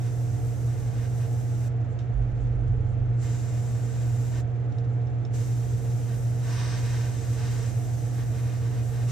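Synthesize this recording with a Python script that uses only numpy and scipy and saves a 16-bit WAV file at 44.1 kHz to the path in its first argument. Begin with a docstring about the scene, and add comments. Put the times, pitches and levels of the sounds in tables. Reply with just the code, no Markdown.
"""An airbrush paints a small fishing lure in a plywood spray booth, heard close up in stereo.
Three trigger presses let the nozzle hiss; the sound broadens whenever the jet strikes the lure or hand.
Between them the lure is turned on its holder, with light ticks, faint finger rubs and a short low rumble.
Behind it the extractor fan hums throughout, and a compressor patters faintly right of the microphone."""
import sys
import numpy as np
from scipy.fft import rfft, irfft, next_fast_len
from scipy.io import wavfile
from scipy.ndimage import map_coordinates

SR = 44100
rng = np.random.default_rng(int(sys.argv[2]) if len(sys.argv) > 2 else 0)


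def dump_mix(stems):
    """Bounce the given channels to the path in sys.argv[1] as a 16-bit WAV at rate SR."""
    frames = np.atleast_2d(stems).T  # one column per channel
    limited = np.clip(frames, -1, 1)  # hard clip at full scale
    pcm = np.round(limited * 32767).astype(np.int16)
    wavfile.write(sys.argv[1], SR, pcm)


N = 401751

# stereo width of the machines in the background: (frequency [Hz], left-right correlation)
FAR_LIKENESS = [(40, -1.5), (120, 2), (250, 0.58), (500, 0.5), (1200, 0.02), (2300, 0.44), (4300, 0.4),
                (7900, -0.2)]
# stereo width of the jet and the handling up close: (frequency [Hz], left-right correlation)
NEAR_LIKENESS = [(400, 0.64), (1100, 0.39), (2000, 0.81), (3300, 0.61), (5400, 0.5), (6600, 0), (8500, 0.2),
                 (14000, 0.027)]
# their balance at the microphone: (frequency [Hz], left minus right [dB])
NEAR_BALANCE = [(700, 1), (2100, -1), (2800, 2.5), (3700, -1.5), (4800, 2), (5600, -1), (6500, 0.5),
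                (7600, 4), (8500, -2.5), (10200, -2.5), (13000, 2.5)]


def amp(db):
    """Decibels to gain."""
    return 10 ** (np.asarray(db) / 20)


def unit(x):
    """Scale to rms 1."""
    return x / np.sqrt(np.mean(x ** 2) + 1e-20)


def along(points, hz):
    """Read (frequency [Hz], value) points on a log axis."""
    freqs, values = np.transpose(points)
    return np.interp(np.log(hz + 1), np.log(freqs + 1), values)


def clock():
    """The time of every sample in seconds."""
    return np.arange(N) / SR


def wobble(rate):
    """A smooth random curve with rate knots a second."""
    return map_coordinates(rng.standard_normal(1024), [clock() * rate], mode="mirror")


def swell(start, end, attack, release):
    """An envelope 0-1 that rises smoothly until start, holds until end and falls away."""
    t = clock()
    ramp = np.clip(1 + (t - start) / attack, 0, 1) * np.clip(1 - (t - end) / release, 0, 1)
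    return np.sin(np.pi / 2 * ramp) ** 2


def filtered(x, response):
    """Filter x by a gain that is a function of frequency."""
    size = next_fast_len(N + 8192)
    return irfft(rfft(x, size) * response(np.fft.rfftfreq(size, 1 / SR)), size)[..., :N]


def pan(side_db):
    """Left and right gains of constant total power; positive is left."""
    side_db = np.atleast_1d(side_db)
    gains = amp(np.array([side_db, -side_db]) / 2)
    return gains / np.sqrt(np.mean(gains ** 2, axis=0))


def bell(hz, centre, width, height):
    """The curve of one resonance."""
    return height / (1 + (2 * (hz - centre) / width) ** 2)


def booth(hz):
    """Standing waves between the plywood walls, in dB."""
    # peaks and hollows: (centre [Hz], width [Hz], boost [dB])
    resonances = [(977, 100, 8), (1070, 45, -7.5), (1134, 54, 10), (1552, 130, 7), (1808, 95, 8),
                  (2104, 190, 5), (2350, 60, -7), (2456, 69, 8.5), (2620, 60, 0), (2797, 120, 5.5),
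                  (3110, 60, 7.5), (3180, 110, -4), (3690, 70, 6.5), (3920, 190, 5), (4310, 90, 3),
                  (4450, 80, -6), (4580, 100, 6.5), (5400, 230, 3.5), (5840, 120, 1), (6470, 100, 4.5),
                  (7700, 220, 4), (8070, 55, 1)]
    return sum(bell(hz, centre, width, db) for centre, width, db in resonances)


def rush(spectrum, likeness=NEAR_LIKENESS, balance=NEAR_BALANCE, hollow=0):
    """Stereo noise of rms 1; hollow says how strongly it rings the booth."""
    def mid_side(hz):
        angle = np.arccos(np.clip(along(likeness, hz), -1, 1)) / 2
        return np.array([np.cos(angle), np.sin(angle)])

    def colour(hz):
        return amp(along(spectrum, hz) + hollow * booth(hz)) * pan(along(balance, hz))

    mid, side = filtered(rng.standard_normal((2, N)), mid_side)
    return unit(filtered(np.array([mid + side, mid - side]), colour))


def tone(hz, db, side_db, lead, envelope):
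    """A stereo tone under a complex envelope; the left side leads by lead radians."""
    phase = 2 * np.pi * (hz * clock() + rng.random()) + np.array([[lead], [0]])
    return pan(side_db) * amp(db) * unit(np.real(envelope * np.exp(1j * phase)))


def waver(rate, steady):
    """A complex envelope: a steady part plus a part that turbulence scatters."""
    return np.sqrt(steady) + np.sqrt((1 - steady) / 2) * (wobble(rate) + 1j * wobble(rate))


def fan_motor(sway_db=-0.67):
    """A firm hum at twice the mains frequency, with weaker tones that waver."""
    # motor hum: (frequency [Hz], level [dB], left minus right [dB], left lead [rad])
    mains_hum = (119.9, -26.9, -4.1, .62)
    # fan and duct tones: (frequency [Hz], level [dB], left minus right [dB], left lead [rad],
    # waver rate [1/s], steady share [0-1])
    fan_tones = [(48.5, -51.5, -6.5, 1.2, 3.4, 0.4), (55.6, -53.5, -3.5, 0, 3, 0.4),
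                 (99.6, -50, -3, 0.13, 3.4, 0.5), (301.2, -58, -1, 0.27, 25, 0.2), (355, -63, -2, 0, 9, .3),
                 (455, -56.5, -1.5, -0.43, 22, 0.1), (459.6, -55.7, -1.5, -0.43, 9, 0.7),
                 (718, -56.5, -12, 1.27, 8, 0.88), (837.8, -65, 3, -0.27, 12, 0.5)]
    out = tone(*mains_hum, amp(sway_db * wobble(2.92)))
    for hz, db, side_db, lead, rate, steady in fan_tones:
        out += tone(hz, db, side_db, lead, waver(rate, steady))
    return out


def extractor(rumble_db=-34, air_db=-44, hiss_db=-70, flutter_db=1.5):
    """The duct rumbles around the hum and beats with it; air rushes through the filter."""
    # spectra of the duct, the filter air and a faint hiss: (frequency [Hz], relative level [dB])
    duct_spectrum = [(20, -34), (40, -23), (48, -1.5), (62, -8.5), (77, -1), (88, -6.5), (102, 2.5),
                     (114, 7), (127, -2.5), (145, -6), (165, -14), (300, -25.5), (2000, -120)]
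    air_spectrum = [(20, -51.5), (150, -5.5), (300, -0.5), (370, -5.5), (470, -1), (590, -9), (660, -4.5),
                    (800, -11), (1030, -19), (1300, -16), (2100, -23), (3200, -32), (4600, -44.5),
                    (14000, -77.5)]
    hiss_spectrum = [(1000, -59), (3500, 0), (5000, -5), (5600, -2), (6500, -2), (7400, -3.5), (7850, -6.5),
                     (8050, -8), (9500, -18), (11000, -31), (14000, -43.5)]
    # the fan's balance at the microphone: (frequency [Hz], left minus right [dB])
    balance = [(50, 2), (80, -6.5), (105, -1.5), (135, 11.5), (280, -2), (450, -2.5), (650, -5.5),
               (1000, -1.5), (2500, -0.5), (5000, 0), (7300, -4), (9500, 8.5)]
    duct = amp(rumble_db) * rush(duct_spectrum, FAR_LIKENESS, balance)
    air = amp(air_db) * rush(air_spectrum, FAR_LIKENESS, balance)
    hiss = amp(hiss_db + flutter_db * wobble(53)) * rush(hiss_spectrum, FAR_LIKENESS, balance)
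    return duct + air + hiss


def compressor(crank_hz=23.97, side_db=-7, jitter_s=0.001):
    """Off to the right, the piston pump's valves puff faintly twice on each turn of its crank."""
    # puffs in one turn: (delay [s], level [dB], half-length [s])
    puffs = [(.0133, -66.5, .0017), (.026, -74.5, .003)]
    # spectrum of a puff: (frequency [Hz], relative level [dB])
    puff_spectrum = [(3000, -30), (5600, -17.5), (6250, 0.5), (7300, -1), (7800, -8.5), (8300, -17.5),
                     (11000, -46)]
    period = 1 / crank_hz
    t = clock() + jitter_s * wobble(crank_hz)
    patter = 0
    for delay, db, half_length in puffs:
        from_peak = (t - delay + period / 2) % period - period / 2
        patter += amp(db) * np.exp(-(from_peak / half_length) ** 2)
    return patter * rush(puff_spectrum, FAR_LIKENESS, [(7000, side_db)])


def handling_rumble(thump_side_db=-7):
    """As the lure is turned: a soft bump, then a deep flutter and a higher one, all towards the right."""
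    # the bump: (peak time [s], level [dB], frequency [Hz], rise [s], fall [s])
    thump = (2.18, -20.5, 50, .075, .14)
    # the flutters: (full [s], ebbing [s], attack [s], release [s], level [dB], centre [Hz],
    # width [Hz], left minus right [dB])
    flutters = [(2.38, 2.5, .16, .9, -30, 47, 32, -8), (2.72, 2.96, .3, .28, -33.5, 96, 28, -5)]
    peak, db, thump_hz, rise, fall = thump
    wave = np.sin(2 * np.pi * thump_hz * (clock() - peak))
    out = pan(thump_side_db) * amp(db) * swell(peak, peak, rise, fall) * wave
    for start, end, attack, release, db, centre, width, side_db in flutters:
        noise = rng.standard_normal(N)
        band = unit(filtered(noise, lambda hz: bell(hz, centre, width, 1) * (hz < 2 * centre + width)))
        out += pan(side_db) * amp(db) * swell(start, end, attack, release) * band
    return out


def finger_rubs(attack_s=0.04, release_s=0.054):
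    """Each slide of the fingers on the holder is a brief, faint, high hiss."""
    # finger slides: (time [s], level [dB])
    slides = [(1.92, -67), (2.42, -67.5), (2.905, -69), (4.768, -75), (4.93, -71), (5.105, -80)]
    # spectrum of the friction: (frequency [Hz], relative level [dB])
    rub_spectrum = [(1000, -39), (5000, -13), (7200, 3), (9000, -16), (14000, -38)]
    return sum(amp(db) * swell(at, at, attack_s, release_s) for at, db in slides) * rush(rub_spectrum)


def ticks(crack_t60=0.024, tail_db=-9, tail_t60=0.14, scatter_db=2, contact_s=0.0006):
    """Each contact of holder or trigger cracks, rings a few metallic modes and lingers in the booth."""
    # light contacts: (time [s], ring level [dB], crack level [dB])
    contacts = [(1.9892, -54, -47), (2.004, -66, -62), (4.722, -66, -55), (4.783, -57, -50),
                (4.846, -67, -63.5), (5.07, -60, -55), (5.2505, -49, -50.5)]
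    # metallic modes: (frequency [Hz], relative level [dB], t60 [s])
    metal_modes = [(2430, -5, .025), (3130, -17, .03), (3670, -10, .02), (5220, -2.5, .022),
                   (5530, 0, .026), (5800, -6, .022), (6500, -8, .022), (8500, -20, .02)]
    # spectrum of a hard contact: (frequency [Hz], relative level [dB])
    crack_spectrum = [(800, -12), (1600, -9), (3700, 3), (4600, -5), (5500, 3), (6500, -3), (7800, -9),
                      (8750, -11), (9200, -32), (11000, -59.5)]
    t = np.arange(SR // 4) / SR
    direct, echo = rush(crack_spectrum), rush(crack_spectrum, hollow=1.1)
    onset = 1 - np.exp(-(t / contact_s) ** 2)
    out = np.zeros((2, N))
    for at, ring_db, crack_db in contacts:
        span = slice(round(at * SR), round(at * SR) + len(t))
        ring = 0
        for hz, db, t60 in metal_modes:
            decay = amp(db + scatter_db * rng.standard_normal((2, 1)) - 60 * t / t60)
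            phase = 2 * np.pi * (hz * t + rng.random()) + rng.normal(0, 0.56, (2, 1))
            ring += decay * np.sin(phase)
        crack = amp(-60 * t / crack_t60) * direct[:, span]
        tail = amp(tail_db - 60 * t / tail_t60) * echo[:, span]
        out[:, span] += onset * (amp(ring_db) * ring + amp(crack_db) * (crack + tail))
    return out


def valve(on, off, rise, shut_t60=0.077):
    """Air flow of one press, 0-1: it seeps in at 20 dB per rise time and dies quickly once shut."""
    t = clock()
    return amp(-20 * np.maximum(on - t, 0) / rise - 60 * np.maximum(t - off, 0) / shut_t60)


def hose_surge(on, surge_db=5, settle_s=0.17):
    """Gain from stored hose pressure as a press starts; one already under way has none."""
    return amp((on > 0) * surge_db * np.exp(-((clock() - on) / settle_s) ** 2))


def wander(x, drift=0.007, rate=2.5):
    """The resonances slide a little up and down as the hand moves the nozzle about."""
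    position = np.cumsum(1 + drift * wobble(rate))
    return np.array([map_coordinates(channel, [position], mode="mirror") for channel in x])


def jet_on_target(attack_s=0.043, release_s=0.023, ramp_share=0.27):
    """Power of the rush off the lure or hand, and the change in dB of the hiss thrown back."""
    # passes of the jet: (on target [s], leaving [s], rush level [dB], hiss change [dB])
    passes = [(0.047, .08, -58.5, 1), (0.733, .93, -61, 0), (.99, 1.05, -54.5, -1), (1.213, 1.242, -56, .8),
              (1.632, 1.657, -60.5, 0), (3.25, 3.28, -63, -2.5), (3.48, 3.576, -61, 0.5),
              (3.97, 4.015, -58, 0), (4.357, 4.385, -52.5, -0.5), (6.11, 6.135, -57.5, -0.5),
              (6.537, 6.986, -48.5, 4.5), (6.58, 6.744, -47.5, -4), (7.15, 7.664, -56, 4),
              (7.415, 7.478, -49.5, -1), (7.55, 7.646, -53.5, 1.5), (7.85, 8.15, -67, 1.5),
              (8.19, 8.223, -53.5, -1.5), (8.36, 8.392, -54, 0.5), (8.466, 8.55, -55, -0.5),
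              (8.64, 8.67, -55, -1), (8.736, 8.803, -55, -2), (8.957, 9.02, -54.5, -0.5),
              (9.104, 9.11, -50, 6.5)]
    power, lift_db = 0, 0
    for start, end, db, change_db in passes:
        ease = ramp_share * abs(end - start)  # longer passes are gentler
        hit = swell(start, end, attack_s + ease, release_s + ease)
        power += hit * amp(db) ** 2
        lift_db += hit * change_db
    return power, lift_db


def airbrush(body_db=2, sizzle_db=-2.5, full_hit_db=-46, steepness=0.79,
             flutter_db=0.5, eddy_db=0.5, fizz_lift_share=0.26, fizz_drift_db=1):
    """Up close the free jet hisses high; on a surface it adds a hollow rush that sizzles on a full hit."""
    # trigger presses: (fully open [s], shut [s], rise [s], hiss [dB], grazing rush [dB], fizz [dB],
    # nozzle resonance [Hz], its width [Hz], its boost [dB])
    presses = [(0, 1.68, .02, -56, -72, -59.5, 6450, 300, 1),
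               (3.231, 4.408, 0.061, -55, -60, -60, 7200, 650, 6.5),
               (5.341, 9.2, 0.018, -54.5, -63, -57.5, 6700, 400, 1.5)]
    # spectra of the free jet, hiss and fine fizz: (frequency [Hz], relative level [dB])
    nozzle_spectrum = [(300, -60), (900, -20), (2000, -10.5), (4300, -9), (5050, -7), (5350, -4.5),
                       (6300, -1), (7200, -3), (7760, -1), (7970, -3.5), (9000, -14), (9600, -12),
                       (11500, -19), (14500, -26)]
    fizz_spectrum = [(2000, -63), (6000, -22), (8500, 0), (9800, 0.5), (11500, -2.5), (13000, 1.5),
                     (14500, -0.5)]
    # spectra of the jet on a surface, body and sizzle: (frequency [Hz], relative level [dB])
    body_spectrum = [(60, -52), (300, -2.5), (850, 1), (1100, -0.5), (1600, 0), (2400, -3), (3300, -5),
                     (4600, -9), (6000, -10.5), (8300, -16), (14500, -44)]
    sizzle_spectrum = [(1000, -40), (3300, -9), (4600, -4), (5500, 1), (6400, 0.5), (6700, -21), (8300, -3),
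                       (10500, -26), (12000, -35), (14500, -42)]
    hit_power, lift_db = jet_on_target()
    jet = amp(lift_db) * wander(rush(nozzle_spectrum, hollow=0.51), drift=0.004)
    fizz = amp(fizz_lift_share * lift_db + fizz_drift_db * wobble(11)) * rush(fizz_spectrum)
    body = amp(body_db) * wander(rush(body_spectrum, hollow=1.14))
    sizzle = amp(sizzle_db) * wander(rush(sizzle_spectrum, hollow=0.9))
    eddies = amp(eddy_db * wobble(35))
    out = np.zeros((2, N))
    for on, off, rise, hiss_db, graze_db, fizz_db, peak_hz, width_hz, boost_db in presses:
        # each grip aims the nozzle differently and favours another pitch of its hiss
        hiss = amp(hiss_db) * filtered(jet, lambda hz: amp(bell(hz, peak_hz, width_hz, boost_db)))
        strike = np.sqrt(amp(graze_db) ** 2 + hit_power)
        # the sizzle grows faster than the body as the jet meets the surface squarely
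        brightness = (strike / amp(full_hit_db)) ** steepness
        splash = eddies * strike * (body + brightness * sizzle)
        # splash and fizz need full flow, so they come in last
        flow = valve(on, off, rise)
        out += flow * hose_surge(on) * (hiss + flow * splash) + flow ** 2 * amp(fizz_db) * fizz
    return amp(flutter_db * wobble(60)) * out


def scene():
    """At the booth: machines behind, the handling and the airbrush in front."""
    machines = fan_motor() + extractor() + compressor()
    handling = handling_rumble() + finger_rubs() + ticks()
    return machines + handling + airbrush()


def record(dry):
    """The microphone passes nothing above its band limit."""
    top_hz, edge_hz = 14560, 150
    return filtered(dry, lambda hz: np.clip((top_hz - hz) / edge_hz + 0.5, 0, 1))


dry = scene()
out = record(dry)
dump_mix(out)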